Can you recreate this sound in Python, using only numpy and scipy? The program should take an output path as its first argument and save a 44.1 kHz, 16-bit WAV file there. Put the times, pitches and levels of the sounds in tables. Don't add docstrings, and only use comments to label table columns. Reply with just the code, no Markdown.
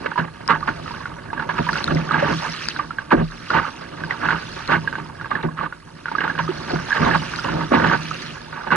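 import sys
import numpy as np
from scipy import signal
from scipy.fft import rfft, irfft, next_fast_len
from scipy.io import wavfile
from scipy.ndimage import uniform_filter1d, map_coordinates

SR = 44100
rng = np.random.default_rng(int(sys.argv[2]) if len(sys.argv) > 2 else 0)


def unload_wav(signal):
    wavfile.write(
        sys.argv[1],
        SR,
        np.round(np.clip(np.atleast_2d(signal).T, -1, 1) * 32767).astype(np.int16),
    )


N = 386302


def amp(db):
    return 10 ** (np.asarray(db) / 20)


def unit(x):
    return x / np.sqrt(np.mean(x ** 2) + 1e-20)


def along(points, hz):
    knots_hz, *columns = np.transpose(points)
    return np.squeeze([np.interp(np.log(hz + 1), np.log(knots_hz + 1), c) for c in columns])


def trace(rows):
    return np.interp(np.arange(N) / SR, *np.transpose(rows))


def wobble(knots_per_s):
    return map_coordinates(rng.standard_normal(N // 100), [np.arange(N) * knots_per_s / SR])


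def filtered(x, response):
    size = next_fast_len(N + SR // 2)
    spectrum = rfft(x, size) * response(np.fft.rfftfreq(size, 1 / SR))
    return irfft(spectrum, size)[..., :N]


def ringing(x, modes):
    def response(f):
        return sum((-1) ** k * amp(db) * 1j * f * width / (centre ** 2 - f * f + 1j * f * width)
                   for k, (centre, width, db) in enumerate(modes))
    return filtered(x, response)


def steady(push, modes):
    return np.std(ringing(push[0], modes))


def bubbles(start_s, hz, size, cycles, rise, span, soft=1):
    u = np.arange(span) / SR * (hz / cycles)[:, None]
    shape = (u * np.exp(1 - u)) ** soft
    tones = size[:, None] * shape * np.sin(2 * np.pi * cycles * u * (1 + rise * u))
    at = (start_s * SR).astype(int)[:, None] + np.arange(span)
    return np.bincount(at.ravel(), tones.ravel(), N + span)[:N]


def swarm(count, centre_hz, spread, cycles, scatter_db, span, bend=0):
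    when, pitch, size = rng.random(count), rng.standard_normal(count), rng.exponential(size=count)
    hz = np.clip(centre_hz * np.exp(spread * pitch), 30, 10000)
    rise = bend * (.5 + rng.standard_normal((count, 1)))
    gain = amp(scatter_db * np.minimum(size, 3))
    cloud = unit(bubbles(when * (N - 1) / SR, hz, gain, cycles, rise, span))
    return np.array([cloud, np.roll(cloud, N // 2)])


def bursts(rows, fade_s):
    gain = np.zeros(N + SR)
    for start_s, length_s, first_db, last_db, rise_s in rows:
        t = np.arange(int((length_s + 4 * fade_s) * SR)) / SR
        db = np.interp(t, [0, length_s], [first_db, last_db])
        db = db - 20 * np.maximum(t - length_s, 0) / fade_s
        gain[int(start_s * SR):][:len(t)] += amp(db) * np.minimum(t / rise_s, 1)
    return gain[:N]


def shaped(start_s, length_s, db, change_db, rise_s):
    return np.transpose([start_s, length_s, db, db + change_db, rise_s + 0 * start_s])


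# start in seconds, length in seconds, level in dB.
SPURT_ROWS = [(0.057, 0.02, -18.5), (0.108, 0.018, -26), (0.273, 0.013, -26.5), (0.402, 0.01, -37),
              (0.457, 0.017, -34), (.875, 0.16, -35.5), (1.392, 0.013, -20), (1.419, 0.016, -19.5),
              (1.489, 0.027, -12), (1.685, 0.013, -9.5), (1.762, 0.008, -16), (1.779, 0.0062, -15),
              (1.802, 0.012, -20.5), (1.904, 0.014, -22), (2.42, 0.076, -23.5), (2.785, 0.021, -15),
              (3.61, 0.085, -24.5), (4.094, 0.34, -32.5), (4.56, 0.033, -30.5), (4.979, .03, -22),
              (5.254, 0.015, -24.5), (6.202, 0.028, -16.5), (6.233, 0.036, -20), (6.29, 0.017, -19),
              (6.694, .05, -25), (6.941, 0.15, -20.5), (7.218, 0.014, -21), (8.521, 0.35, -32.5)]
# start in seconds, length in seconds, bubbling in dB, boom in dB, knock in dB.
SLAP_ROWS = [(0.175, 0.079, -20.5, -24.5, -27), (0.484, 0.034, -14, -29, -19),
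             (0.672, 0.018, -14, -16.5, -16.5), (1.579, 0.019, -17, -9.5, -12),
             (3.112, 0.038, -11, -16, -6.5), (3.497, 0.07, -23, -54, -27), (5.304, 0.11, -21.5, -32.5, -39),
             (5.428, 0.041, -23.5, -16.5, -12.5), (6.384, 0.024, -13.5, -14, -29),
             (6.722, 0.046, -38, -12.5, -20), (7.442, 0.028, -22, -30, -23), (7.704, 0.065, -26, -30, -7.5)]
# start in seconds, length in seconds, bubbling in dB, boom in dB.
WASH_ROWS = [(0.492, 0.07, -21.5, -32.5), (1.844, 0.16, -47, -27.5), (2.091, 0.24, -21.5, -23.5),
             (3.158, 0.061, -28.5, -16.5), (3.525, 0.077, -19.5, -24), (4.195, 0.17, -24, -29),
             (4.673, 0.092, -18, -20), (5.568, 0.1, -29, -35), (6.986, 0.1734, -22.5, -16.5),
             (7.463, 0.18, -33, -24), (7.708, 0.24, -20.5, -18), (8.708, 0.05, -17.5, -25)]
SLAP_FALL_DB, SLAP_RISE_S = 11.5, 0.0046
WASH_SWELL_DB, WASH_BOOM_FALL_DB, WASH_RISE_SHARE = 1, 4, 0.22
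WASH_KNOCK_DB = -1
HULL_LAG_S = 0.0057


def waves():
    slap_s, slap_length_s, slap_bubbling_db, slap_boom_db, slap_knock_db = np.transpose(SLAP_ROWS)
    wash_s, wash_length_s, wash_bubbling_db, wash_boom_db = np.transpose(WASH_ROWS)

    def slap(db, lag_s):
        return shaped(slap_s + lag_s, slap_length_s, db, -SLAP_FALL_DB, SLAP_RISE_S)

    def wash(db, change_db):
        return shaped(wash_s, wash_length_s, db, change_db, WASH_RISE_SHARE * wash_length_s)

    spurts = shaped(*np.transpose(SPURT_ROWS), -SLAP_FALL_DB, SLAP_RISE_S)
    surge = [slap(slap_bubbling_db, 0), wash(wash_bubbling_db, WASH_SWELL_DB), spurts]
    boom = [slap(slap_boom_db, HULL_LAG_S), wash(wash_boom_db, -WASH_BOOM_FALL_DB)]
    knock = [slap(slap_knock_db, HULL_LAG_S), wash(wash_boom_db + WASH_KNOCK_DB, -WASH_BOOM_FALL_DB)]
    return (bursts(np.vstack(surge), fade_s=0.019),
            bursts(np.vstack(boom), fade_s=0.074),
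            bursts(np.vstack(knock), fade_s=0.022))


# time in seconds, level in dB.
CHOP_CURVE = [(0, -34), (.3, -44), (.7, -37), (1.2, -41.5), (1.58, -30), (2.0, -32.5), (2.54, -36),
              (3.39, -44.5), (4.03, -36), (4.45, -40), (5.0, -38), (5.49, -41.5), (5.8, -49), (6.04, -42.5),
              (6.2, -33), (6.62, -34.5), (7.7, -34), (8.48, -41), (8.76, -32)]
# centre in Hz, width in Hz, level in dB.
DECK_MODES = [(510, 390, -8.5), (913.7, 57.5, 0.5), (1162, 136, -1.5), (1496, 62.5, 1), (1630, 93, 0),
              (2095, 527, -7.5), (2756, 410, -9), (4150, 1030, -16.5)]


def churn(surge):
    crackle = swarm(count=7000, centre_hz=1528, spread=0.664, cycles=1.09, scatter_db=3, span=256)
    gurgle = swarm(count=2200, centre_hz=1401.0, spread=0.5464, cycles=5.51, scatter_db=5.5, span=800, bend=0.0536)
    blips = swarm(count=5000, centre_hz=1593, spread=0.4986, cycles=4.53, scatter_db=2.0, span=600, bend=0.0508)
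    clumps = amp(3.63 * wobble(40) + 1.7 * wobble(90))
    rush = 1.2 * rng.standard_normal((2, N))
    dense = clumps * (crackle + rush)
    calm_push = amp(trace(CHOP_CURVE)) * (.65 * dense + .55 * gurgle)
    surge_push = surge * (.8 * dense + .7 * blips)
    return ringing(calm_push + surge_push, DECK_MODES) / steady(dense, DECK_MODES)


# centre in Hz, width in Hz, level in dB.
HULL_MODES = [(107, 190, -15.5), (160.3, 12.1, 2.5), (235.4, 31.4, -8), (309.2, 30, -5.5), (367, 57, -10.5),
              (568, 81, -10.5), (703, 41, -8)]
# start in seconds, pitch in Hz, peak in dB.
HEAVE_ROWS = [(3.14, 38, -29)]
CALM_DB, LAPPING_DB, LAPPING_GROWS = -36.5, -36, 0.93


def slosh(boom, knock):
    lumps = amp(1.8 * wobble(14) + 1.8 * wobble(45))
    push = lumps * rng.standard_normal((2, N))
    soft = filtered(push, lambda hz: 1 / (1 + 1j * hz / 900) ** 2)
    dull = filtered(soft, lambda hz: hz < 200)
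    lapping = amp(LAPPING_DB + LAPPING_GROWS * (trace(CHOP_CURVE) - CALM_DB))
    lows = (lapping + boom) * dull
    highs = (lapping + knock) * (soft - dull)
    start_s, hz, db = np.transpose(HEAVE_ROWS)
    heave = bubbles(start_s, hz, amp(db), cycles=2.0, rise=-0.01, span=SR // 2)
    return ringing(lows + highs, HULL_MODES) / steady(soft, HULL_MODES) + heave


# time in seconds, level in dB.
FOAM_CURVE = [(0, -44), (.29, -52), (.95, -41), (1.1, -49.5), (1.36, -53), (1.76, -31.5), (2.14, -44),
              (2.34, -31.5), (2.7, -33.5), (2.85, -45), (3.02, -50.5), (3.49, -39), (3.9, -45.5),
              (4.56, -36.5), (5.1, -50), (5.75, -55.5), (6.54, -38), (7.37, -32), (7.61, -38.5),
              (8.2, -33.5), (8.55, -47.5), (8.76, -45)]
# frequency in Hz, density in dB per Hz.
FIZZ_SPECTRUM = [(600, -37), (1200, 4), (1700, 3), (2200, -0.5), (2800, -1), (3300, -5.5), (4400, -4.5),
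                 (6000, -8.5), (7200, -21.5), (11000, -24)]


def foam():
    cloud = swarm(count=6000, centre_hz=4387, spread=0.404, cycles=12.5, scatter_db=3.5, span=128)
    z = signal.stft(rng.standard_normal((2, N)) + 0.78 * cloud, nperseg=256)[2]
    patches = uniform_filter1d(rng.standard_normal(z.shape[1:]), size=8, axis=0)
    patches = uniform_filter1d(patches, size=12, axis=1)
    hiss = signal.istft(z * amp(1.8 * unit(patches)), nperseg=256)[1][:, :N]
    fizz = filtered(hiss, lambda hz: amp(along(FIZZ_SPECTRUM, hz)))
    return amp(trace(FOAM_CURVE)) * unit(fizz)


# frequency in Hz, density in dB per Hz.
RUMBLE_SPECTRUM = [(18, -13), (40, -7.5), (80, -4), (130, -1), (300, -46)]


def wind():
    rumble = filtered(rng.standard_normal((2, N)), lambda hz: amp(along(RUMBLE_SPECTRUM, hz)))
    return amp(-47 + 2.75 * wobble(1.772)) * unit(rumble)


# time in seconds, peak in dB, pitch in Hz.
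PLOP_ROWS = [(0.159, -14.5, 950), (0.178, -7.5, 950), (0.487, -14, 1087), (0.628, -18.5, 1160),
             (0.69, -7, 1440), (.86, -26, 1260), (0.878, -25, 1250), (0.909, -20, 926), (1.006, -30, 1070),
             (1.057, -14.5, 1430), (1.165, -29, 930), (1.303, -25, 1600), (1.332, -12.5, 897),
             (1.378, -18.5, 1560), (1.398, -12.5, 1430), (1.491, -14, 950), (1.586, -8.5, 914),
             (1.668, -15.5, 955), (1.69, -13.5, 1660), (1.731, -14, 1400), (1.757, -9.5, 1440),
             (1.881, -11, 1380), (1.97, -14.5, 2000), (2.092, -13.5, 1460), (2.11, -12.5, 1230),
             (2.144, -9, 1536), (2.226, -9.5, 568), (2.764, -14, 1483), (2.796, -14.5, 1150),
             (2.908, -17, 1340), (2.986, -11.5, 1540), (3.11, -17, 1600), (3.505, -9.5, 1400),
             (3.536, -10, 897), (3.653, -18, 1315), (4.038, -14.5, 1510), (4.109, -7, 1924),
             (4.288, -4, 1450), (4.307, -5, 1480), (4.876, -10.5, 1576), (4.928, -14.5, 1490),
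             (4.955, -14.5, 1510), (5.199, -28.5, 1600), (5.213, -17.5, 1434), (5.245, -23, 1590),
             (5.315, -14, 1160), (5.354, -12.5, 1700), (5.487, -24, 1050), (5.611, -17.5, 1130),
             (5.661, -23, 1160), (5.726, -17.5, 1440), (6.058, -11.5, 1477), (6.084, -15, 1410),
             (6.117, -12.5, 898), (6.152, -13, 1226), (6.185, -10.5, 1570), (6.279, -9, 1440),
             (6.299, -14.5, 1620), (6.354, -21, 1470), (6.38, -15, 1490), (6.479, -20, 1235),
             (6.49, -14.5, 360), (6.76, -19, 1450), (6.79, -17, 1490), (6.907, -12.5, 1530),
             (6.919, -10.5, 1690), (6.928, -8.5, 1620), (7.112, -11, 1700), (7.338, -14, 1470),
             (7.389, -15, 1390), (7.483, -19, 1000), (7.49, -15, 1420), (7.937, -9, 1516),
             (8.112, -17.5, 1260), (8.529, -19.5, 1480), (8.706, -10.5, 1520)]


def plops():
    at_s, db, hz = np.transpose(PLOP_ROWS)
    tones = bubbles(at_s - .001, hz, amp(db), cycles=2.72, rise=0.0035, span=1024, soft=0.72)
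    spurt_rows = [(start_s, .004, peak_db - 6, peak_db - 9, .002) for start_s, peak_db in zip(at_s - .002, db)]
    spurt = bursts(spurt_rows, fade_s=0.049)
    impact = bubbles(at_s - .001, hz, amp(db + 3.5), cycles=0.24, rise=0, span=128)
    splash = ringing(spurt * rng.standard_normal((2, N)) + impact, DECK_MODES)
    sound = amp(-3.0) * tones + amp(-8.5) * ringing(tones, DECK_MODES)
    pair = np.array([sound, np.roll(sound, 60)])
    return pair + amp(2.0) * splash


# time in seconds, peak in dB, pitch in Hz.
DROP_ROWS = [(0.4781, -12.5, 5120), (1.731, -19, 4530), (1.7752, -23, 4600), (1.8423, -9, 4210),
             (1.877, -19, 3670), (1.949, -20, 5200), (2.1206, -23, 3930), (2.6865, -7, 4780),
             (3.5042, -25, 4500), (4.677, -20, 4160), (5.4283, -29, 3800), (7.361, -19.5, 4450),
             (7.445, -20, 2830)]


def drops():
    at_s, db, hz = np.transpose(DROP_ROWS)
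    tick = bubbles(at_s - .0005, hz, amp(db), cycles=3, rise=0, span=256)
    crack_hz = np.full(len(at_s), 1500)
    crack = bubbles(at_s - .0005, crack_hz, amp(db - 10.0), cycles=0.79, rise=0, span=256)
    both = tick * (1 + .5 * rng.standard_normal((2, N))) + crack
    return filtered(both, lambda hz: 1 / (1 + (hz / 6500) ** 8) ** .5)


# start in seconds, length in seconds, level in dB.
GLIDE_ROWS = [(3.106, .04, -13.5), (6.678, .065, -21.5)]
GLIDE_FROM_HZ, GLIDE_TO_HZ, GLIDE_SPREAD, GLIDE_SWELL_DB = 2080, 290, 0.33, 4


def glides():
    start_s, length_s, db = np.transpose(GLIDE_ROWS)[:, :, None]
    pitch, size = rng.standard_normal((2, len(start_s), 48))
    done = np.linspace(0, 1, 48)
    path_hz = GLIDE_FROM_HZ * (GLIDE_TO_HZ / GLIDE_FROM_HZ) ** done
    hz = path_hz * np.exp(GLIDE_SPREAD * pitch * (1 - done / 2))
    gain = amp(db - GLIDE_SWELL_DB * (1.5 - done) + 2 * size) * np.sign(size)
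    at_s = start_s + length_s * done
    return bubbles(at_s.ravel(), hz.ravel(), gain.ravel(), cycles=0.93, rise=-0.025, span=2048)


# frequency in Hz, left over right in dB, left lead in radians, likeness 0-1.
PORT_ROWS = [(40, 1.8, -.2, .8), (160, -1.6, -.8, .98), (370, -4.4, -.9, .93), (460, -7, -2, .6),
             (590, -3.3, -2.2, .82), (700, .3, -2.5, .8), (900, -6, -.3, .85), (1700, -9, 0, .9),
             (1950, -2, 1.2, .8), (2800, -5.5, .3, .7), (3600, -1, 1.8, .5), (5700, -2.5, 2.7, .25),
             (7500, -1, .2, .3)]


def ports(pair):
    def response(hz):
        left_db, lead_rad, alike = along(PORT_ROWS, hz)
        turn = np.arccos(alike) / 2
        tilt = amp(left_db / 2) * np.exp(.5j * lead_rad)
        left = [np.cos(turn) * tilt, np.sin(turn) * tilt]
        right = [np.cos(turn) / tilt, -np.sin(turn) / tilt]
        return np.array([left, right])
    return filtered(pair, response).sum(axis=1)


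def scene():
    surge, boom, knock = waves()
    water = churn(surge) + slosh(boom, knock) + foam()
    return ports(water + wind() + plops() + drops() + glides())


# frequency in Hz, relative level in dB.
HISS_SPECTRUM = [(20, -83), (300, -58), (2000, -101), (7000, -79), (11000, -79)]
LOW_HZ, TOP_HZ = 18, 11150


def record(dry):
    hiss = filtered(rng.standard_normal((2, N)), lambda hz: amp(along(HISS_SPECTRUM, hz) + 19.0))
    opposed = .5 * hiss[1] * np.array([[1], [-1]])
    x = dry + hiss[0] + opposed
    x = x / (1 + np.abs(x / .98) ** 6) ** (1 / 6)
    return filtered(x, lambda hz: (hz < TOP_HZ) * (hz > LOW_HZ))


dry = scene()
out = record(dry)
unload_wav(out)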